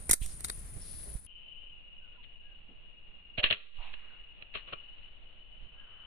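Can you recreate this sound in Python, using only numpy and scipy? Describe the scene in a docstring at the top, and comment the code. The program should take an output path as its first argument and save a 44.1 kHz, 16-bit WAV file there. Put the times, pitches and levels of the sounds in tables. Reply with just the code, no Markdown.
"""Slingshot in a field, with slow-motion replay

Rubber bands slap out, recoil and tap the ringing plastic fork. A grasshopper scrapes its wings near
10 kHz, a breeze buffets the microphone, far birds chirp. At 1.27 s the shot replays at 0.3 speed, so
snap and buzz return far lower. Event times are those of the live shot; only the replay reaches before 0 s."""
import sys
import numpy as np
from scipy import signal
from scipy.fft import rfft, irfft, next_fast_len
from scipy.io import wavfile
from scipy.ndimage import uniform_filter1d, minimum_filter1d

SR = 44100
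rng = np.random.default_rng(int(sys.argv[2]) if len(sys.argv) > 2 else 0)


def wav_record(signal):
    """Record a signal, one row per channel, as 16-bit PCM in the file named by sys.argv[1]."""
    frames = np.transpose(np.atleast_2d(signal))
    bounded = np.clip(frames, -1, 1)
    # unit amplitude maps onto the largest positive 16-bit level
    quanta = np.round(bounded * 32767).astype(np.int16)
    wavfile.write(sys.argv[1], SR, quanta)


N = 267378
START_S, CUT_S = -.56, 1.266
T = np.arange(START_S, CUT_S + .05, 1 / SR)


def amp(db):
    return 10 ** (np.asarray(db) / 20)


def unit_rms(x):
    return x / np.sqrt(np.mean(x ** 2) + 1e-20)


def pan(side_db):
    """Constant-power gains; side_db is left over right."""
    return unit_rms(amp([[side_db / 2], [-side_db / 2]]))


def add(mix, start_s, sound):
    part = mix[:, max(round((start_s - START_S) * SR), 0):][:, :sound.shape[-1]]
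    part += sound[..., :part.shape[1]]


def colour(x, points):
    """Minimum-phase filter through (Hz, dB) points."""
    size = next_fast_len(x.shape[-1] + 2048)
    hz, db = np.transpose(points)
    log_hz = np.log(abs(np.fft.fftfreq(size, 1 / SR)) + 1)
    log_gain = np.log(amp(np.interp(log_hz, np.log(hz), db)))
    response = np.exp(np.conj(signal.hilbert(log_gain)))
    return np.fft.ifft(np.fft.fft(x, size) * response).real[..., :x.shape[-1]]


def noise_pair(size, correlation):
    """White noise at the two microphone ports, partly shared."""
    left, other = rng.standard_normal((2, size))
    return np.array([left, correlation * left + np.sqrt(1 - correlation ** 2) * other])


def wander(rate_hz):
    """Smooth random curve of unit RMS."""
    hz = np.fft.rfftfreq(len(T), 1 / SR)
    spectrum = rfft(rng.standard_normal(len(T))) * np.exp(-(hz / rate_hz) ** 2)
    return unit_rms(irfft(spectrum, len(T)))


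def low_pass(x, hz):
    taps = signal.firwin(301, hz, window=("kaiser", 8), fs=SR)
    return signal.oaconvolve(x, taps[None], "same")


def band_slaps(approach_s=.0024, crack_s=.00054, left_lag_s=.00036):
    """Rubber flutters around each short burst: a bright crack over the dull knock of pouch and fork."""
    # The bands slap out and back, then tap the fork; faint stray ticks sound before and after.
    # Each row: time in seconds, crack in dB, flutter in dB, flutter decay in seconds,
    # body relative to crack in dB, left over right in dB.
    slaps = [(0.097, -17, -11.5, 0.004645, -19.5, -3), (0.1119, 7.5, -8, 0.011, -15, 0),
             (0.1308, -1.5, -23, .004, -20, -7.5), (0.1326, 1, -17.5, .011, -9.5, 5.5),
             (.1379, 0, -20.5, .007, -16.5, -1), (.2615, -31, -42.5, .003, -13.5, 0),
             (0.407, -32, -50.5, .003, -11.5, -4.5), (.442, -31.5, -55.5, 0.0027, -19.5, -8.5),
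             (0.446, -26, -31.5, 0.0062, -6, 4.5), (0.483, -43.5, -48, 0.025, -3.5, -0.5),
             (0.5, -33.5, -33.5, 0.0019, 0.5, 4), (0.589, -47.5, -58, .003, -16, 37),
             (-.248, -52, -48, .003, -17.5, 11)]
    # Spectra of crack and knock. Each row: frequency in Hz, density in dB.
    crack_spectrum = [(1000, -37.5), (3200, -26.5), (4600, -22), (5500, -10), (7000, -5.5), (8500, -2),
                      (9500, 2), (10500, 2.5), (12000, -7), (14000, -13.5)]
    body_spectrum = [(60, -9), (200, -1), (500, 1), (950, -5.5), (1400, 1.5), (2000, 3.5), (3000, -16.5),
                     (3800, 6), (4600, 1.5), (6500, -16.5), (12000, -32)]
    out, t = np.zeros((2, len(T))), np.arange(-(SR // 100), SR // 10) / SR
    after = np.maximum(t, 0)
    burst = (1 - np.exp(-after / (.49 * crack_s))) * np.exp(-after / crack_s)
    for time_s, crack_db, flutter_db, decay_s, body_db, side_db in slaps:
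        swell = np.exp(-(t / np.where(t < 0, approach_s, decay_s)) ** 2)
        flutter = swell * amp(2 * wander(700)[:len(t)])
        envelope = np.hypot(amp(crack_db) * burst / burst.max(), amp(flutter_db) * flutter)
        crack = unit_rms(colour(envelope * noise_pair(len(t), .34), crack_spectrum))
        blow = envelope * noise_pair(len(t), .44)
        body = unit_rms(unit_rms(colour(blow, body_spectrum)) + fork_ring(blow))
        level = np.sqrt(np.mean(envelope ** 2))
        add(out, time_s + t[0], pan(side_db) * level * (crack + amp(body_db) * body))
    out[0] = np.roll(out[0], round(left_lag_s * SR))  # the left port is further from the fork
    return out


def fork_ring(blow, ring_db=-5):
    """A blow sets the plastic fork ringing briefly."""
    # Each row: mode frequency in Hz, relative level in dB, T60 in seconds.
    modes = [(404.7, -7.5, 0.02), (1404, -2.5, 0.028), (2087, 4, 0.0087), (3902, -3.5, 0.025),
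             (4547, 1, 0.025), (8060, 6, .025)]
    t = np.arange(SR // 10) / SR
    ring = sum(amp(db - 60 * t / t60_s) * np.sin(2 * np.pi * hz * t) for hz, db, t60_s in modes)
    return amp(ring_db) * unit_rms(signal.fftconvolve(blow, ring[None], axes=1)[:, :blow.shape[1]])


def air_puffs(left_db=-12, leak_hz=4):
    """Low thumps of air on the right port, from the bands, the arm and a late wind gust."""
    # Each row: start in seconds, level in dB, rise in seconds, fall in seconds.
    puffs = [(0.0972, -10, 0.0003, 0.0021), (0.1121, -11, 0.00051, 0.03), (0.216, -20.5, .003, 0.0073),
             (1.153, -24, 0.0065, 0.003)]
    out, t = np.zeros((2, len(T))), np.arange(SR // 2) / SR
    for start_s, db, rise_s, fall_s in puffs:
        push = (1 - np.exp(-t / rise_s)) ** 2 * np.exp(-t / fall_s)
        add(out, start_s, amp(db) * amp([[left_db], [0]]) * push / push.max())
    return signal.sosfilt(signal.butter(1, leak_hz, "high", fs=SR, output="sos"), out)


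def knocks_and_rustles():
    """Resonant noise: a soft knock, the first slap's hollow thump, rustles of pouch, sleeve and grass."""
    # Each row: start in seconds, centre in Hz, width in Hz, level in dB, decay in seconds.
    swells = [(-.114, 830, 700, -51, 0.0046), (.093, 1950, 700, -27.5, 0.0061),
              (.094, 452, 351.2, -29.5, .0015), (.214, 3020, 1600, -49.5, 0.013),
              (.219, 9290, 5000, -46, 0.015), (0.254, 6300, 9000, -56, 0.036),
              (.451, 7800, 9000, -45.5, 0.0045), (0.503, 7200, 12500, -62.5, 0.043),
              (0.778, 4500, 3060, -60, 0.12), (1.05, 361, 320, -57.5, 0.03)]
    out, t = np.zeros((2, len(T))), np.arange(SR // 2) / SR
    for start_s, hz, width_hz, db, decay_s in swells:
        b, a = signal.iirpeak(hz, hz / width_hz, fs=SR)
        ring = signal.lfilter(b, a, signal.lfilter(b, a, noise_pair(len(t), .4)))
        envelope = t / decay_s * np.exp(1 - t / decay_s)
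        add(out, start_s, amp(db) * unit_rms(ring) * envelope)
    return out


def grasshopper(track, strokes_hz, sweep_hz, tone_db, rasp_db, stop_s=np.inf, width_hz=150):
    """Each wing stroke scrapes a narrow, sliding resonance, with a wide rasp trailing below it."""
    # Each row: offset from the pitch in Hz, density in dB.
    rasp_spectrum = [(-4000, -40), (-2200, -22.5), (-1300, -11), (-500, -3), (1.5, -0.5), (248.5, 5.5),
                     (518, -19.5), (2501.5, -35.5)]
    times_s, pitches_hz, levels_db = np.transpose(track)
    pitch_hz = np.interp(T, times_s, pitches_hz)
    level = amp(np.interp(T, times_s, levels_db)) * (T < stop_s)
    cycles = np.cumsum(strokes_hz * (1 + .025 * wander(25))) / SR
    stroke = 1 + .3 * np.cos(2 * np.pi * cycles)
    slide_hz = sweep_hz * ((cycles + .5) % 1 - .5)
    carrier = np.exp(2j * np.pi * np.cumsum(pitch_hz - slide_hz) / SR)
    grass_scatter = np.array([wander(width_hz) + 1j * wander(width_hz) for _ in range(2)])
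    tone = (carrier * (1 + .74 * grass_scatter)).real * stroke
    offset_hz = np.fft.fftfreq(len(T), 1 / SR)
    skirt = amp(np.interp(offset_hz, *np.transpose(rasp_spectrum), left=-80, right=-80))
    scrape = np.fft.ifft(np.fft.fft(noise_pair(len(T), 0)) * skirt)
    rasp = (scrape * carrier).real * (1 + .07 * stroke)
    return level * (amp(tone_db) * pan(16.5) * unit_rms(tone) + amp(rasp_db) * pan(1.1) * unit_rms(rasp))


def breeze(rumble_db=-46.5, hiss_db=-60, growth_db_per_s=2):
    """Wind rumbles on the ports, gusting on the right; grass and leaves hiss, slowly growing."""
    # Each row: centre in seconds, half length in seconds, level over the steady rumble in dB.
    gusts = [(-.14, 0.025, 0.5), (0.653, 0.008, 2), (0.771, 0.014, 9.5), (1.15, .015, 2)]
    # Spectra of port rumble and leaf hiss. Each row: frequency in Hz, density in dB.
    rumble_spectrum = [(5, -6), (15, 2.5), (60, 1.5), (100, -7.5), (160, -14), (300, -23.5), (600, -27.5),
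                       (2000, -50)]
    leaf_spectrum = [(100, -11), (600, -13.5), (1000, -8), (2000, -5.5), (3000, -10.5), (5500, -13),
                     (6500, -11), (11000, -4.5), (14000, -23)]
    buffet = sum(amp(db) * np.exp(-((T - centre_s) / half_s) ** 2) for centre_s, half_s, db in gusts)
    rumble = unit_rms(colour(noise_pair(len(T), .47), rumble_spectrum))
    rumble *= amp(rumble_db + .5 * wander(41))
    hiss = unit_rms(colour(noise_pair(len(T), .0057), leaf_spectrum))
    hiss *= amp(hiss_db + growth_db_per_s * T + 1.5 * wander(60))
    return np.hypot(pan(-1.4), pan(-13.5) * buffet) * rumble + pan(.55) * hiss


def birds(top_fraction=.26, bend=.22):
    """Faint arched, falling whistles, blurred on their way across the field."""
    # Each row: start in seconds, length in seconds, top pitch in Hz, level in dB.
    chirps = [(-.378, .022, 8100, -70), (-.320, .028, 5100, -62), (-.288, 0.022, 4900, -64.5),
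              (-.270, 0.014, 3360, -64), (-.2, .06, 5400, -66.5), (.296, 0.036, 5230, -62.5),
              (.807, 0.038, 5460, -62)]
    out = np.zeros((2, len(T)))
    for start_s, length_s, top_hz, db in chirps:
        progress = np.linspace(0, 1, int(length_s * SR))
        arch = 1 - bend * (progress - top_fraction) ** 2
        hz = top_hz * arch * (1 + .025 * wander(700)[:len(progress)])
        whistle = np.sin(2 * np.pi * np.cumsum(hz) / SR)
        add(out, start_s, amp(db) * np.sin(np.pi * progress) * whistle)
    return field_scatter(out, wet_db=1, t60_s=.014)


def field_scatter(x, wet_db, t60_s, rise_s=.0016):
    """Ground and grass scatter a short, thin tail."""
    t = np.arange(SR // 2) / SR
    tail = rng.standard_normal((2, len(t))) * amp(-60 * t / t60_s) * (1 - np.exp(-t / rise_s))
    tail /= np.linalg.norm(tail[0])
    return x + amp(wet_db) * signal.fftconvolve(x, tail, axes=1)[:, :len(T)]


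def cut_dip(depth_db=-8, dip_s=1.158, fall_s=.043, restored_s=-.504, rise_s=.045):
    """Gain that sinks just before the cut and swells back as the replay opens."""
    sunk = np.maximum((T - dip_s) / fall_s, (restored_s - T) / rise_s)
    return amp(depth_db * np.clip(sunk, 0, 1))


def limiter(x, threshold_db=-13, max_cut_db=12, hold_s=.057, release_s=.015):
    """A loud peak turns the gain down at once; the gain holds briefly, then recovers."""
    size = int(hold_s * SR)
    over_db = np.clip(20 * np.log10(abs(x).max(0) + 1e-9) - threshold_db, 0, None)
    held_db = -minimum_filter1d(-np.minimum(2 * over_db, max_cut_db), size, origin=(size - 1) // 2)
    recovery_db = np.arange(x.shape[1]) / SR * max_cut_db / release_s
    cut_db = np.maximum.accumulate(held_db + recovery_db) - recovery_db
    return x * amp(-uniform_filter1d(cut_db, size=40))


def scene():
    """Slingshot, two grasshoppers, breeze and birds in an open field."""
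    # One grasshopper rises in pitch as it works harder; its neighbour soon stops.
    # Each row: time in seconds, pitch in Hz, level in dB.
    singer = [(-0.53, 9520.0, -48.5), (-0.3, 9650.0, -49), (-0.1, 9630, -53), (0.05, 9460.0, -51.5),
              (0.36, 9570, -50), (0.55, 9750.0, -46.5), (0.66, 9800, -54), (0.92, 10010, -46),
              (1.15, 10020, -47.5)]
    neighbour = [(-.56, 10300, -51), (-.51, 10090, -42.5), (-.41, 10120, -46.5), (-.385, 9440, -58)]
    insects = grasshopper(singer, strokes_hz=63.1, sweep_hz=259.4, tone_db=-2.5, rasp_db=-4)
    insects += grasshopper(neighbour, strokes_hz=61.2, sweep_hz=-300, tone_db=-3.5, rasp_db=-12.5,
                           stop_s=-.35)
    shot = field_scatter(band_slaps(), wet_db=-20.5, t60_s=.18)
    return (shot + air_puffs() + insects + breeze() + birds() + knocks_and_rustles()) * cut_dip()


def record(dry, speed=.3, replay_db=-6, replay_zero_s=3.0663):
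    """Port colour, limiter, soft clip, band limit; the live shot cuts to a replay slowed like tape."""
    # The right port is duller at the top. Each row: frequency in Hz, gain in dB.
    right_port = [(4000, 0), (7500, 0), (9000, 4.5), (10200, -5.5), (11200, -11.5), (13000, -1),
                  (14500, -3)]
    ports = np.array([dry[0], colour(dry[1], right_port)])
    clipped = .9 * np.tanh(limiter(ports) / .9)
    live = low_pass(clipped, hz=14500)
    slow = signal.resample(live, round(len(T) / speed), axis=1)
    cut = round(CUT_S * SR)
    opening = live[:, round(-START_S * SR):][:, :cut]
    skip_s = CUT_S - replay_zero_s - START_S / speed  # live 0 s recurs at replay_zero_s
    replay = slow[:, round(skip_s * SR):][:, :N - cut]
    return low_pass(np.hstack([opening, amp(replay_db) * replay]), hz=15000)


dry = scene()
out = record(dry)
wav_record(out)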